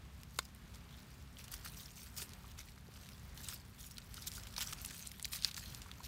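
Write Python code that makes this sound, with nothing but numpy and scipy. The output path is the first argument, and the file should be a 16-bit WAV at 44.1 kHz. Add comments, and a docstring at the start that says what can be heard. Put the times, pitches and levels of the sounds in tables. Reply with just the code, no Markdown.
"""Monkeys shift, step and scramble over dry leaf litter on a forest floor, heard from close by.
Crowds of tiny noise bursts, ringing like leaves, make the crackle; single longer bursts snap stalks.
Feet pat down as short dull rings, and early on something hollow clacks as a set of fading tones.
Behind them a far engine drones as wavering tones, under the quiet shaped noise of the open air."""
import sys
import numpy as np
from scipy import signal
from scipy.fft import rfft, irfft
from scipy.io import wavfile
from scipy.ndimage import uniform_filter1d

SR = 44100
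rng = np.random.default_rng(int(sys.argv[2]) if len(sys.argv) > 2 else 0)


def dump(signal):
    """Clip the signal to [-1, 1] and save it as 16-bit WAV at the path in sys.argv[1]."""
    limited = np.clip(np.atleast_2d(signal).T, -1, 1)
    pcm = np.round(limited * 32767).astype(np.int16)
    wavfile.write(sys.argv[1], SR, pcm)


N = 267687
TIME = np.arange(N) / SR  # seconds

# The far engine's tones. Each row: whole multiple of the firing rate, level in dB.
ENGINE_TONES = [(2, -62), (3, -68), (4, -67), (5, -68.5), (6, -69.5), (7, -71), (8, -77.5), (12, -84)]
FIRING_HZ = 33.13

# The colour of the open air. Each row: frequency in Hz, relative strength in dB per Hz.
AIR_SPECTRUM = [(20, -36), (32, -18), (44, 3), (56, 1.5), (90, -1.5), (150, -6.5), (250, -16.5),
                (320, -19.5), (390, -19.5), (500, -22.5), (1200, -21), (2400, -24.5), (5000, -30.5),
                (10400, -38), (12500, -36.5), (16000, -41)]
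AIR_DB = -57

# The tones of the hollow clack. Each row: frequency in Hz, relative level in dB,
# time to fade by 60 dB in seconds.
CLACK_TONES = [(482, -14.5, 0.015), (650, -19, 0.017), (935, -15.5, .018), (1064, -6.5, 0.023),
               (1470, 0.5, 0.014), (1730, -2, 0.01), (2140, -6, 0.014), (2620, -20, .012),
               (3620, -10, 0.026), (4190, -13, .022), (4600, -10, 0.02), (6840, -7, .014),
               (8080, -7.5, 0.011)]
CLACK_S, CLACK_DB = 0.3888, -23.5  # start in seconds, level added to every tone in dB

# Hands and feet landing. Each row: time in seconds, relative level in dB, ring in Hz.
FOOT_PATS = [(2.219, -53.5, 405), (2.441, -52, 1090), (2.776, -55, 1520), (2.885, -53, 438),
             (3.525, -50.5, 1400), (3.982, -51.5, 1400), (4.378, -48, 1410), (4.579, -41, 1070),
             (4.726, -43.5, 1306), (5.577, -50, 1406), (5.86, -50, 1150), (5.89, -53, 1360),
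             (6.002, -47, 1038)]

# Leaves and stalks breaking, loud ones and some faint ones that stand alone.
# Each row: start in seconds, level in dB, ring in Hz,
# sharpness of the ring (Q, with a floor of 0.2), crumbling time in seconds.
SINGLE_SNAPS = [(0.234, -46, 4300, 0.23, 0.00062), (0.3879, -29.5, 4270, .9, 0.0024),
                (0.3912, -33, 3800, 1.1, 0.00091), (0.4531, -47, 5350, 1.7, .0009),
                (0.549, -50.5, 11000, 1, 0.00089), (1.3702, -47.5, 3150, 4.5, .0006),
                (1.441, -42.5, 4900, 0.64, 0.0092), (1.4811, -45, 2440, 0.32, 0.0016),
                (1.518, -39, 11900, 2.5, 0.0028), (1.5398, -34.5, 4440, 0.17, 0.0027),
                (1.86, -44, 5460, 11, 0.00048), (2.1658, -43, 5030, 1.5, 0.003),
                (2.219, -37.5, 3000, 0.72, 0.0037), (2.293, -47.5, 4900, 0.79, 0.0013),
                (2.3344, -45, 4500, 1, 0.0028), (2.5917, -41, 5820, 2.6, 0.0014),
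                (3.089, -45.5, 3800, .4, 0.0025), (3.376, -46, 4870, 1.2, 0.00092),
                (3.912, -45.5, 8020, 0.81, 0.0012), (3.4856, -34, 8605, 12.2, 0.0018),
                (3.487, -38, 3350, 1.5, 0.0025), (3.971, -46, 3980, 4, .0006),
                (3.982, -37.5, 3700, 1.5, .002), (4.143, -40, 4900, 0.8, 0.0013),
                (4.221, -41, 5360, 1.8, 0.0054), (4.273, -35, 6140, 4, .0014),
                (4.3176, -40, 5100, 2.2, .0006), (4.435, -43, 4290, 1.4, 0.0015),
                (4.4697, -41, 2740, 0.5, 0.0051), (4.5398, -45.5, 5000, 1.6, .0022),
                (4.5643, -34.5, 3580, 2.3, .003), (4.58, -31.5, 5070, 6, .0029),
                (4.6134, -32, 3940, 1.36, 0.0043), (4.6735, -37, 5700, 14.4, 0.00086),
                (4.7261, -36, 1510, 0.15, 0.0041), (4.7328, -34.5, 4800, 1.2, 0.0016),
                (4.817, -40.5, 13160, 2.64, 0.00044), (4.8486, -33.5, 4850, 0.62, 0.0022),
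                (4.8608, -35.5, 9820, 6, 0.00033), (5.073, -35.5, 8200, 3.6, 0.00051),
                (5.1164, -41, 4500, 0.53, 0.002), (5.1968, -41.5, 2876, 0.61, 0.0014),
                (5.2274, -35, 8500, 2.8, .0011), (5.246, -30.5, 4140, 4, 0.0028),
                (5.2537, -30.5, 4780, 0.45, 0.0014), (5.3335, -33, 2900, 1.2, 0.0022),
                (5.36, -37, 4700, 1.2, .0016), (5.424, -37, 4640, 5.6, 0.00056),
                (5.4359, -38, 3900, 4.4, 0.0021), (5.447, -19, 4410, 4.2, 0.00064),
                (5.4489, -34, 2300, 1.2, 0.0021), (5.512, -38.5, 3700, 2.2, .0045),
                (5.5438, -38, 4640, 1.5, 0.0025), (5.566, -37.5, 4000, 1.4, .002),
                (5.5789, -38.5, 2810, 0.31, 0.0016), (5.7479, -38.5, 4680, 1.5, 0.00043),
                (5.818, -41.5, 4300, 1.3, 0.0043), (5.9148, -39.5, 2930, 2.1, 0.0016)]

# The colour of crackling leaves. Each row: frequency in Hz, relative strength in dB per Hz.
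LEAF_SPECTRUM = [(150, -22), (420, -6), (800, -3), (1300, 0), (2100, -0.5), (3000, 0.5), (4000, 2),
                 (5600, 0), (7400, -2.5), (8800, -1.5), (10400, -7), (12000, -2.5), (15500, -4)]

# Steps and sweeps of a limb through the litter. Each row: middle in seconds,
# length between the half-strength points in seconds, strength of the stirring in dB,
# treble tilt in dB, ring of the bent leaves in Hz.
LIMB_MOVES = [(0.196, 0.13, -67.5, 6, 9000), (0.394, .15, -62.5, 7, 4500), (0.753, 0.047, -60, -3, 4400),
              (0.951, 0.14, -65, -2, 3080), (1.181, 0.15, -67.5, 3, 5480), (1.402, 0.045, -55.5, 2, 3620),
              (1.537, 0.05, -48.5, 1, 3960), (1.661, .034, -45, 1, 5900), (1.746, 0.4, -59.5, 4, 6000),
              (1.798, .065, -53, 6, 5600), (2.016, .11, -53.5, 6.5, 6050), (2.205, .07, -43.5, 3, 9000),
              (2.5, 0.04, -61, -5, 4000), (2.598, 0.043, -53, -5, 6000), (2.685, 0.087, -61.5, -4, 5500),
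              (3.037, 0.19, -60, 1, 6220), (3.42, 0.11, -53, 3, 4190), (3.516, 0.072, -48, 2.5, 7100),
              (3.851, .14, -57, 8.5, 5830), (4.191, 0.13, -56.5, -1, 6420), (4.274, 0.02, -42.5, 10, 4120),
              (4.36, 0.074, -51.5, 7.5, 5890), (4.585, 0.018, -40, -2, 5800),
              (4.619, .03, -37.5, 0.5, 5260), (4.681, 0.12, -50.5, -1, 5800), (4.87, 0.21, -54.5, -5, 6000),
              (4.986, 0.1, -52.5, 5, 9090), (5.065, 0.034, -54, 1, 8640), (5.342, 0.046, -42, 8.5, 3894),
              (5.393, 0.074, -52.5, -7, 2714), (5.463, 0.069, -46.5, -1.5, 2504),
              (5.583, .032, -46, 2.5, 4300), (5.678, 0.22, -55.5, -1.5, 4140),
              (6.051, 0.04, -52, -8.5, 5860)]
SWELL_STEEPNESS, SETTLE_STEEPNESS = 5.5, 3.5  # how sharply a move swells and dies away

# Light fidgeting between the moves, which grows as the group sets off.
# Each row: time in seconds, strength of the stirring in dB.
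FIDGETING = [(0, -80.5), (0.7, -70.5), (1.3, -68), (2.2, -63), (2.88, -70.5), (3.2, -65), (3.7, -67.5),
             (4.45, -59.5), (5.5, -60.5), (6.07, -65)]
FIDGET_TILT_DB, FIDGET_HZ = 1, 4270  # treble tilt and leaf ring while fidgeting
USUAL_STIR_DB = -55.5  # the stirring at which the stated rates of breaks hold
BAND_EDGE_HZ = 15780


def amp(db):
    """Turns decibels into gain."""
    return 10 ** (np.asarray(db) / 20)


def unit(x):
    """Scales a sound to an rms (average strength) of one."""
    return x / np.sqrt(np.mean(x ** 2) + 1e-20)


def read(points, hz):
    """Reads a spectrum in dB between its points, on a log-frequency axis."""
    point_hz, db = np.transpose(points)
    return np.interp(np.log(hz + 1), np.log(point_hz), db)


def add(mix, start_s, sound):
    """Mixes a sound in at a given time."""
    part = mix[max(round(start_s * SR), 0):][:len(sound)]
    part += sound[:len(part)]


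def wander(hz):
    """Slow random drift of rms one, mostly slower than hz."""
    f = np.fft.rfftfreq(N, 1 / SR)
    keep_slow = (f > 0) / (1 + (f / hz) ** 4)
    return unit(irfft(rfft(rng.standard_normal(N)) * keep_slow, N))


def colour(x, points, size=4096):
    """Gives a sound a spectrum with no pre-echo, so that clicks keep their sharp fronts."""
    db = read(points, np.fft.rfftfreq(size, 1 / SR))
    cepstrum = irfft(np.log(amp(db)))
    # folding the cepstrum forward in time gives the filter that responds soonest
    cepstrum[1:size // 2] *= 2
    cepstrum[size // 2 + 1:] = 0
    response = irfft(np.exp(rfft(cepstrum)))
    return signal.oaconvolve(x, response)[:N]


def ring(x, hz, q):
    """One damped resonance: a struck thing rings near one pitch, longer for a higher q."""
    padded = 2 * len(x)
    s = 1j * np.fft.rfftfreq(padded, 1 / SR) / hz
    resonance = s / (s + max(q, 0.2) * (s * s + 1))
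    return irfft(rfft(x, padded) * resonance)[:len(x)]


def fracture(t, crumble_s, first):
    """A first break followed by a dying shower of smaller ones."""
    shower = rng.standard_normal(len(t)) * np.exp(-t / crumble_s)
    shower /= np.linalg.norm(shower)
    shower[0] = first
    return shower


def air(swell_db=1.5):
    """Distant rumble and soft hiss: shaped noise that slowly swells and sinks."""
    shape = amp(read(AIR_SPECTRUM, np.fft.rfftfreq(N, 1 / SR)))
    noise = irfft(rfft(rng.standard_normal(N)) * shape, N)
    return amp(AIR_DB) * unit(noise) * amp(swell_db * wander(1.75))


def engine(waver=0.0198, fade_db=3.5):
    """Multiples of a far engine's firing rate, wavering in speed and fading on the way."""
    cycles = np.cumsum(FIRING_HZ * (1 + waver * wander(4.48))) / SR
    drone = np.zeros(N)
    for multiple, db in ENGINE_TONES:
        tone = np.sin(2 * np.pi * (round(multiple) * cycles + rng.random()))
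        drone += amp(db) * unit(tone * amp(fade_db * wander(17.6)))
    return drone


def undergrowth(x, wet_db=-19, t60=0.073, size=12000):
    """Faint echoes scattered from stones, stems and foliage, dying out within moments."""
    t = np.arange(size) / SR
    sparse = (rng.random(size) < 0.06) * (t > 0.003)
    echoes = rng.standard_normal(size) * sparse * amp(-60 * t / t60)
    return x + amp(wet_db) * signal.oaconvolve(x, echoes / np.linalg.norm(echoes))[:N]


def clack(rise_s=0.00031, size=4096):
    """The short ring of a hollow body after a sharp knock: many tones fading together."""
    out, t = np.zeros(N), np.arange(size) / SR
    tones = np.zeros(size)
    for hz, db, t60 in CLACK_TONES:
        tones += amp(db - 60 * t / t60) * np.sin(2 * np.pi * (hz * t + rng.random()))
    add(out, CLACK_S, amp(CLACK_DB) * tones * (1 - np.exp(-t / rise_s)))
    return out


def pats(level_db=-13, q=6.0, press_s=0.0031, lag_s=0.00093, size=2048):
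    """A hand or foot presses the packed litter with a short dull pat."""
    out, t = np.zeros(N), np.arange(size) / SR
    for start_s, db, hz in FOOT_PATS:
        press = fracture(t, press_s, first=0.22)
        pat = ring(ring(press, hz, q), hz, 0.52)
        add(out, start_s + lag_s, amp(db + level_db) * unit(pat))
    return out


def stirring():
    """Adds the power of all moves; the stronger a move, the more it sets the tilt and ring."""
    fidget_db = np.interp(TIME, *np.transpose(FIDGETING))
    power, colours = [amp(fidget_db) ** 2], [(FIDGET_TILT_DB, FIDGET_HZ)]
    for middle, length, db, tilt_db, hz in LIMB_MOVES:
        away = abs(TIME - middle) / (length / 2)
        steepness = np.where(TIME < middle, SWELL_STEEPNESS, SETTLE_STEEPNESS)
        power.append((amp(db) / (1 + away ** steepness)) ** 2)
        colours.append((tilt_db, hz))
    total = sum(power)
    tilt_db, leaf_hz = np.transpose(colours) @ np.array(power) / total
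    return np.sqrt(total), tilt_db, leaf_hz


def chance_snaps(stir, per_s=22, crowding=0.4, over_db=4.5, follow=0.61, spread_db=2,
                 ring_hz=5000, octaves=0.49, q=1.88, crumble_s=0.0025, count=200):
    """More breaks at chance moments, more often and louder where the litter is stirred."""
    effort = stir / amp(USUAL_STIR_DB)
    breaks_due = np.cumsum(per_s * effort ** crowding) / SR  # running count
    places = np.searchsorted(breaks_due, np.arange(count) + 2 * rng.random(count))
    rows = []  # same columns as the single snaps
    for at, (loud, high) in zip(places, rng.standard_normal((count, 2))):
        if at < N:
            db = USUAL_STIR_DB + over_db + follow * 20 * np.log10(effort[at]) + spread_db * loud
            rows.append((at / SR, db, ring_hz * 2 ** (octaves * high), q, crumble_s))
    return rows


def snaps(stir, clean_s=0.00091, tail_db=-15, tail_s=0.004, low_hz=700, focus=0.12, size=1024):
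    """Each break rings its own leaf or stalk; the shorter it crumbles, the cleaner the click."""
    out, t = np.zeros(N), np.arange(size) / SR
    small_body = signal.butter(2, low_hz, "high", fs=SR, output="sos")  # little bass from small things
    for start_s, db, hz, q, crumble_s in SINGLE_SNAPS + chance_snaps(stir):
        drive = unit(fracture(t, crumble_s, first=clean_s / crumble_s))
        drive += amp(tail_db) * unit(fracture(t, tail_s, first=0))  # neighbouring leaves shiver
        snap = ring(ring(drive, hz, q), hz, focus * q)  # stiff stalks keep near one pitch
        snap = signal.sosfilt(small_body, snap)
        snap *= np.sqrt(SR / 1000) / np.linalg.norm(snap)  # energy of 1 ms at rms one
        add(out, start_s, amp(db) * snap)
    return out


def leaf_patches(x, leaf_hz, depth_db=2.5, ring_db=3, octaves=0.13, size=512):
    """Leaves under the limb ring near one pitch; each favours its bands for some hundredths of a second."""
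    f, t, z = signal.stft(x, SR, nperseg=size)
    patches = rng.standard_normal(z.shape)
    # smooth across pitch twice, then across time
    for width, axis in ((7, 0), (4, 0), (7, 1)):
        patches = uniform_filter1d(patches, size=width, axis=axis)
    off_pitch = np.log2((f[:, None] + 1) / np.interp(t, TIME, leaf_hz)) / octaves
    gain_db = depth_db * unit(patches) + ring_db / (1 + off_pitch ** 2)
    return signal.istft(z * amp(gain_db), nperseg=size)[1][:N]


def rustle(stir, tilt_db, leaf_hz, level_db=-1.5, per_s=1000, spread_db=3.6, crowding=0.48,
           scrape_db=-5.5, clump_db=1.12, q=1.58, crumble_s=0.0022, count=64, size=256):
    """Tiny breaks in many leaves, thicker and louder with stirring, over the scrape of leaf on leaf."""
    rate = per_s * (stir / amp(USUAL_STIR_DB)) ** crowding  # breaks per second
    at = np.flatnonzero(rng.random(N) < rate / SR)
    force = amp(spread_db * np.minimum(rng.exponential(1, N), 3.5))[at]
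    force /= np.sqrt(rate[at])  # crowding alone adds no power: the stirring sets the level
    leaf = rng.integers(0, count, N)[at]
    t = np.arange(size) / SR
    grains = np.zeros(N + size)
    for k, hz in enumerate(np.linspace(1200, 15000, count)):
        grain = unit(ring(fracture(t, crumble_s, first=0.26), hz, q * np.sqrt(hz / 3000)))
        mine = leaf == k
        np.add.at(grains, at[mine, None] + np.arange(size), force[mine, None] * grain)
    crackle = unit(grains[:N]) + amp(scrape_db) * rng.standard_normal(N)
    crackle = leaf_patches(colour(crackle, LEAF_SPECTRUM), leaf_hz)
    crackle = unit(crackle * amp(clump_db * wander(31)))
    # each move has its own balance of treble and bass
    low = signal.sosfilt(signal.butter(1, 6500, fs=SR, output="sos"), crackle)
    tilt = amp(tilt_db / 2)
    return amp(level_db) * stir * (low / tilt + (crackle - low) * tilt)


def scene():
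    """The monkeys' movements, with echoes from the undergrowth, over the far background."""
    stir, tilt_db, leaf_hz = stirring()
    close_by = rustle(stir, tilt_db, leaf_hz) + snaps(stir) + pats() + clack()
    return (undergrowth(close_by) + engine() + air())[None]


def record(dry):
    """The recorder's band limit: a steep filter takes away the highest treble."""
    band_limit = signal.firwin(401, BAND_EDGE_HZ, window=("kaiser", 8), fs=SR)
    return signal.oaconvolve(dry, band_limit[None], "same")


dry = scene()
out = record(dry)
dump(out)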